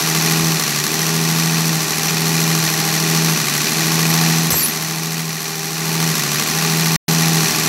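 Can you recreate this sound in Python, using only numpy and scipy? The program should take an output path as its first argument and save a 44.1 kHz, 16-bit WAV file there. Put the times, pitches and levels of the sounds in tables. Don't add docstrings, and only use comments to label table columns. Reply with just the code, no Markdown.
import sys
import numpy as np
from scipy import signal
from scipy.io import wavfile
from scipy.ndimage import uniform_filter1d

SR = 44100
rng = np.random.default_rng(int(sys.argv[2]) if len(sys.argv) > 2 else 0)


def linear_from_db(decibels):
    return 10 ** (np.asarray(decibels, float) / 20)


def file_out(sig):
    cols = np.atleast_2d(sig).T
    lim = np.clip(cols, -1, 1)
    pcm = np.round(lim * 32767).astype(np.int16)
    wavfile.write(sys.argv[1], SR, pcm)


N = 338688
T = np.arange(N) / SR

# multiple, level_db
INJECTION_ORDERS = [(1, -26.5), (2, 0), (3, -14.5), (4, -10.5), (5, -10.5), (6, -40), (7, -24.5), (8, -19),
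                    (9, -19), (10, -14.5), (11, -16), (12, -29), (13, -20.5), (14, -24.5)]
# pitch_hz, level_db (per Hz)
BENCH_RUMBLE = [(18, -66), (30, -38), (60, -29), (100, -34), (114, -14), (150, -8), (180, -6), (215, -6),
                (278, -13), (340, -13), (402, -10), (520, -26), (700, -26), (1000, -50)]
# pitch_hz, level_db (per Hz)
HOUSING_COLOUR = [(260, -44.0), (450, -5.0), (579, -11.5), (801, -0.5), (971, -6.5), (1130, -1.5),
                  (1300, -3.5), (2220, -2), (2430, 3.0), (2980, -4.5), (5890, -1), (9050, -3.5),
                  (11600, -1), (15400, -19)][:-1] + [(17000, -3)]
HOUSING_RING_HZ = (799, 1055, 1150, 1400, 1820, 2480, 4200, 5435, 5725, 5955, 5900, 10300, 11380, 11680)
# width_hz, level_db
HOUSING_RING_SHAPE = [(20.4, -8.5), (40, 5.5), (131, 0.5), (30, 1.5), (250, 3.5), (250, -3), (600, 4.5),
                      (29, 4), (29.8, 1), (35, 6), (696, 4), (245, 3.5), (250, 5), (297, 8.5)]
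# spurt_db, late_strokes, knock_db, knock_ring_hz, tick_db
PLUNGER_HABITS = [
    (0.5, 0.008, -3, 2520, -2.5),
    (-17.5, .02, -0.5, 1147, 0),
    (3, 0.025, -3.5, 2050, 4),
    (-2, 0.015, -3.5, 1180, -24),
    (-22, 0.0069, -2.5, 1930, 0.5),
    (-11, 0.015, -2.5, 2400, -6),
]
# start_s, sink_s, held_s, hum_sag_hz
DRIVE_LOADS = [
    (-0.189, 0.122, 0.07, 5.82),
    (0.45, 0.235, 0.008, 18.932),
    (1.524, 0.399, -0.002, 5.983),
    (2.393, 0.222, 0.276, 3.477),
    (3.22, 0.257, -0.002, 18.988),
    (4.49, 0.02, 0.17, 6.8),
    (5.2, 0.095, 0.353, 3.981),
    (6.034, 0.169, 0.065, 17.651),
    (7.192, 0.361, -0.0, 7.001),
]
# pitch_hz, width_hz, level_db, phase_rad
BENCH_PANELS = [
    (162.9, 3.73, 1, 3),
    (147, 2.6, -7, -2),
]
SPANNER_LOW_HZ = dict(a=4613, b=6315, c=7276, d=7604, e=8025, f=10266, g=10307, h=11391, i=11620, j=11763)
SPANNER_HIGH_HZ = dict(k=12188, l=12290, m=12823, n=12974, o=13215, p=13624, q=14316, r=15181)
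# start_s, mode, level_db, contact_s
SPANNER_RINGS = [(4.083, "i", -34, .006), (4.093, "m", -27, .006), (4.098, "j", -25, .013),
                 (4.503, "p", -26, .012), (4.503, "h", -21, .01), (4.503, "f", -26, .02),
                 (4.503, "k", -25, .01), (4.503, "n", -25, .01), (4.503, "r", -28, .011),
                 (4.522, "q", -27, .006), (4.518, "e", -24, .022), (4.512, "d", -30.5, .085),
                 (4.518, "c", -32.5, .033), (4.522, "b", -23, .005), (4.536, "j", -27, .012),
                 (4.550, "j", -21, .055), (4.555, "e", -28, .012), (4.560, "f", -32.5, .02),
                 (4.572, "o", -21, .022), (4.598, "o", -29, .1), (4.538, "p", -25, .09),
                 (4.646, "p", -29, .04), (4.565, "m", -34, .13), (4.560, "a", -31, .08),
                 (4.575, "q", -39, .055), (4.597, "c", -30, .027), (4.610, "l", -33, .08),
                 (4.624, "g", -18, .034), (4.686, "g", -33, .01), (4.672, "j", -28, .028)]
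# start_s, click_db, thud_db, thud_top_hz, length_s
BENCH_BUMPS = [
    (0.398, -60, -32, 123, 0.069),
    (3.218, -60, -45, 60, .08),
    (4.505, -36, -24.5, 500, .012),
    (4.529, -22, -31, 900, 0.011),
    (4.52, -60, -19.5, 140, 0.024),
    (4.54, -35, -17.5, 1290, 0.0054),
    (4.559, -36, -33, 1000, .008),
    (4.605, -24, -40, 400, 0.012),
    (6.50, -52, -41, 60, .06),
    (7.615, -54, -54, 90, 0.05),
]
# start_s, clatter_db
MIC_NEARNESS = [(0.0, -19.5), (0.36, -19.5), (0.6, -20.5), (1.91, -21), (3.16, -19.5), (3.47, -19.5),
                (3.88, -20), (4.3, -19), (4.75, -23.5), (5.34, -27), (5.76, -25), (6.04, -21), (6.8, -20)]
# start_s, end_s
SILENT_GAP = (6.9635, 7.0815)

FREE_HZ = 163.49
CATCH_S, SETTLE_HZ, SETTLE_S = .183, 9.8, .193
JUMP_S = 4.499
AFTER_DB = -19
FIZZ_DB, FIZZ_FOLLOW = -7, -0.14
DRONE_DB, DRONE_FOLLOW = -5.5, 0.14
RISE_SHARE, DAMPED_S, RING_PER_CONTACT = .15, .035, 1.0
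SLIPS, SPURT_LEAD = [-.075, .032, 2.364], .42
KNOCK_RING = .6
EDGE_HZ = 15760


def evened(x):
    return x / np.sqrt(np.mean(x ** 2) + 1e-20)


def colour(x, points, rings=()):
    hz = np.fft.rfftfreq(16384, 1 / SR)
    point_hz, point_db = np.transpose(points)
    db = np.interp(np.log(hz + 1), np.log(point_hz + 1), point_db)
    db = db + sum(top_db / (1 + (2 * (hz - ring_hz) / width) ** 2) for ring_hz, width, top_db in rings)
    log_gain = np.log(linear_from_db(np.maximum(db, -100)))
    circle = np.concatenate([log_gain, log_gain[-2:0:-1]])
    taps = np.fft.ifft(np.exp(np.conj(signal.hilbert(circle)))).real[:8192]
    return signal.oaconvolve(x, taps)[:N]


def drift(per_s):
    knots = rng.standard_normal(N // 64 + 2)
    smooth = signal.lfilter([1], [1, -np.exp(-2 * np.pi * per_s * 64 / SR)], knots)
    smoother = uniform_filter1d(smooth, size=9)
    return evened(np.interp(np.arange(N), np.arange(len(smooth)) * 64, smoother))


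def speed():
    hz = np.full(N, float(FREE_HZ))
    for start, sink, held, sag_hz in DRIVE_LOADS:
        down = np.clip((T - start) / sink, 0, 1)
        after = np.maximum(T - start - sink - held, 0)
        last_hz = min(sag_hz, SETTLE_HZ)
        creep = last_hz * np.exp(-after / SETTLE_S)
        climb = (sag_hz - last_hz) * np.exp(-(after / CATCH_S) ** 2)
        hz = hz - (creep + climb) * np.sin(np.pi / 2 * down) ** 2
    return hz


def drone(strokes, hum_hz, waver_db=2, boom_db=4):
    wander, sag_db, lope_db, rumble_db = .065, .06, -2, -6
    lines = 0
    sag_hz = hum_hz.max() - hum_hz
    for k, db in INJECTION_ORDERS:
        boom = boom_db / (1 + ((k * hum_hz / 2 - HOUSING_RING_HZ[0]) / 8.6) ** 2)
        waver = min(k, 3) / 3 * waver_db * drift(1.36)
        sag_loss = min(k + 3, 8) * sag_db * sag_hz
        level_db = db + boom + waver - sag_loss
        phase = 2 * np.pi * (k * strokes + rng.random()) + k * wander * drift(18.0)
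        lines += (k != 2) * linear_from_db(level_db) * np.sin(phase)
    turn = np.diff(np.floor(strokes / 6), prepend=0)
    stamp = rng.standard_normal(10000) * np.hanning(10000)
    lope = colour(signal.oaconvolve(turn, stamp)[:N], BENCH_RUMBLE)
    rumble = colour(rng.standard_normal(N), BENCH_RUMBLE)
    return evened(evened(lines) + linear_from_db(lope_db) * evened(lope) + linear_from_db(rumble_db) * evened(rumble))


def hum(strokes, slip):
    out, cut = 0, round(JUMP_S * SR)
    for hz, width, db, phase in BENCH_PANELS:
        decay = np.exp(-np.pi * width / SR)
        turn = np.exp(2j * np.pi * hz * T)
        drive = np.exp(4j * np.pi * strokes) / turn
        parts = [signal.lfilter([1 - decay], [1, -decay], part) for part in (drive[:cut], drive[cut:])]
        out = out + linear_from_db(db) * np.exp(1j * phase) * turn * np.concatenate(parts)
    return np.sqrt(2) * (out * np.exp(4j * np.pi * slip)).real


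def spanner():
    out, t = np.zeros(N + SR), np.arange(SR // 2) / SR
    modes = {**SPANNER_LOW_HZ, **SPANNER_HIGH_HZ}
    for start, mode, db, held in SPANNER_RINGS:
        rise, t60 = RISE_SHARE * held, DAMPED_S + RING_PER_CONTACT * held
        shape = np.clip(t / rise, 0, 1) * linear_from_db(db - 60 * np.maximum(t - held, 0) / t60)
        rocking = evened(uniform_filter1d(rng.standard_normal(len(t)), size=250))
        tone = np.sqrt(2) * np.sin(2 * np.pi * modes[mode] * (t + start))
        out[round(start * SR):][:len(t)] += shape * linear_from_db(1.2 * rocking) * tone
    for start, click_db, thud_db, thud_hz, length in BENCH_BUMPS:
        fade = (t / length) ** .5 * np.exp(-2 * t / length) * 3
        click = linear_from_db(click_db) * np.diff(rng.standard_normal(len(t) + 1))
        dull = signal.butter(2, [thud_hz / 5, thud_hz], "band", fs=SR)
        thud = linear_from_db(thud_db) * evened(signal.lfilter(*dull, rng.standard_normal(len(t))))
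        out[round(start * SR):][:len(t)] += fade * (click + thud)
    return out[:N]


def spurts(strokes, fall=0.17, spread_db=1.5, second=0.028):
    rise = .15
    count = np.floor(strokes).astype(int)
    luck = rng.standard_normal((count[-1] + 2, 2))
    db, late = np.transpose(PLUNGER_HABITS)[:2, count % 6]
    u = strokes % 1 - .08 - late - 0.0098 * luck[count, 1]

    def bump(v):
        return np.clip(v / rise, 0, 1) * np.exp(-np.maximum(v - rise, 0) / fall)

    return linear_from_db(db + spread_db * luck[count, 0]) * (bump(u) + second * bump(u - .5))


def clatter(strokes, fizz_db, steady=0.99, knock_db=-4, tick_db=-7, fizz_steady=0.42, patchy_db=0.26):
    gate = spurts(strokes)
    count = np.floor(strokes - .1).astype(int) + 1
    strength = linear_from_db(1.96 * rng.standard_normal(count[-1] + 2))
    marks = np.diff(count, prepend=0) * strength[count]
    n = np.arange(1500)
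    fade = n / (n + 51.0) * np.exp(-n / 340.0)
    knocks, ticks = 0, 0
    for k, (_, _, db, hz, high_db) in enumerate(PLUNGER_HABITS):
        own_marks = marks * (count % 6 == k)
        dull = evened(signal.lfilter(*signal.butter(1, 4500, fs=SR), rng.standard_normal(1500)))
        knock = linear_from_db(db) * fade * (dull + KNOCK_RING * np.sin(2 * np.pi * hz * n / SR))
        knocks += signal.oaconvolve(own_marks, knock)[:N]
        ticks += signal.oaconvolve(own_marks, linear_from_db(high_db) * fade)[:N]
    hiss = rng.standard_normal(N) * linear_from_db(patchy_db * drift(2.7))
    body = evened(hiss * (steady + gate)) + linear_from_db(knock_db) * evened(knocks)
    top = evened(hiss * (fizz_steady + gate + linear_from_db(tick_db) * evened(ticks)))
    low, high = (signal.butter(4, 7500, kind, fs=SR, output="sos") for kind in ("low", "high"))
    rings = [(hz, *shape) for hz, shape in zip(HOUSING_RING_HZ, HOUSING_RING_SHAPE)]
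    body = evened(signal.sosfilt(low, colour(body, HOUSING_COLOUR, rings)))
    fizz = evened(signal.sosfilt(high, colour(top, HOUSING_COLOUR, rings)))
    return body + linear_from_db(fizz_db) * fizz


def pump():
    hum_hz = speed()
    near_db = np.where(T < SILENT_GAP[1], np.interp(T, *np.transpose(MIC_NEARNESS)), AFTER_DB)
    away_db = near_db - AFTER_DB
    turned = np.cumsum(hum_hz) / (2 * SR)
    slip = np.array(SLIPS)[1 * (T > JUMP_S) + (T > np.mean(SILENT_GAP))]
    strokes = turned + slip + SPURT_LEAD
    background = linear_from_db(DRONE_DB + DRONE_FOLLOW * away_db) * drone(strokes, hum_hz)
    plungers = clatter(strokes, FIZZ_DB + FIZZ_FOLLOW * away_db)
    return linear_from_db(near_db) * (background + hum(turned, slip) + plungers)


def scene():
    duck = 1 - .6 * np.exp(-((T - JUMP_S) / .0022) ** 2)
    return (pump() * duck + spanner())[None]


def roll_off(x):
    return signal.sosfilt(signal.butter(12, 16900, fs=SR, output="sos"), x)


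def record(dry):
    cut = signal.sosfilt(signal.butter(2, 60, "high", fs=SR, output="sos"), dry)
    live = np.clip(np.maximum(SILENT_GAP[0] - T, T - SILENT_GAP[1]) * 1000, 0, 1)
    edge = signal.firwin(2047, EDGE_HZ, window=("kaiser", 10), fs=SR)
    mix = signal.oaconvolve(cut * live, edge[None], "same")
    return roll_off(mix)


dry = scene()
out = record(dry)
file_out(out)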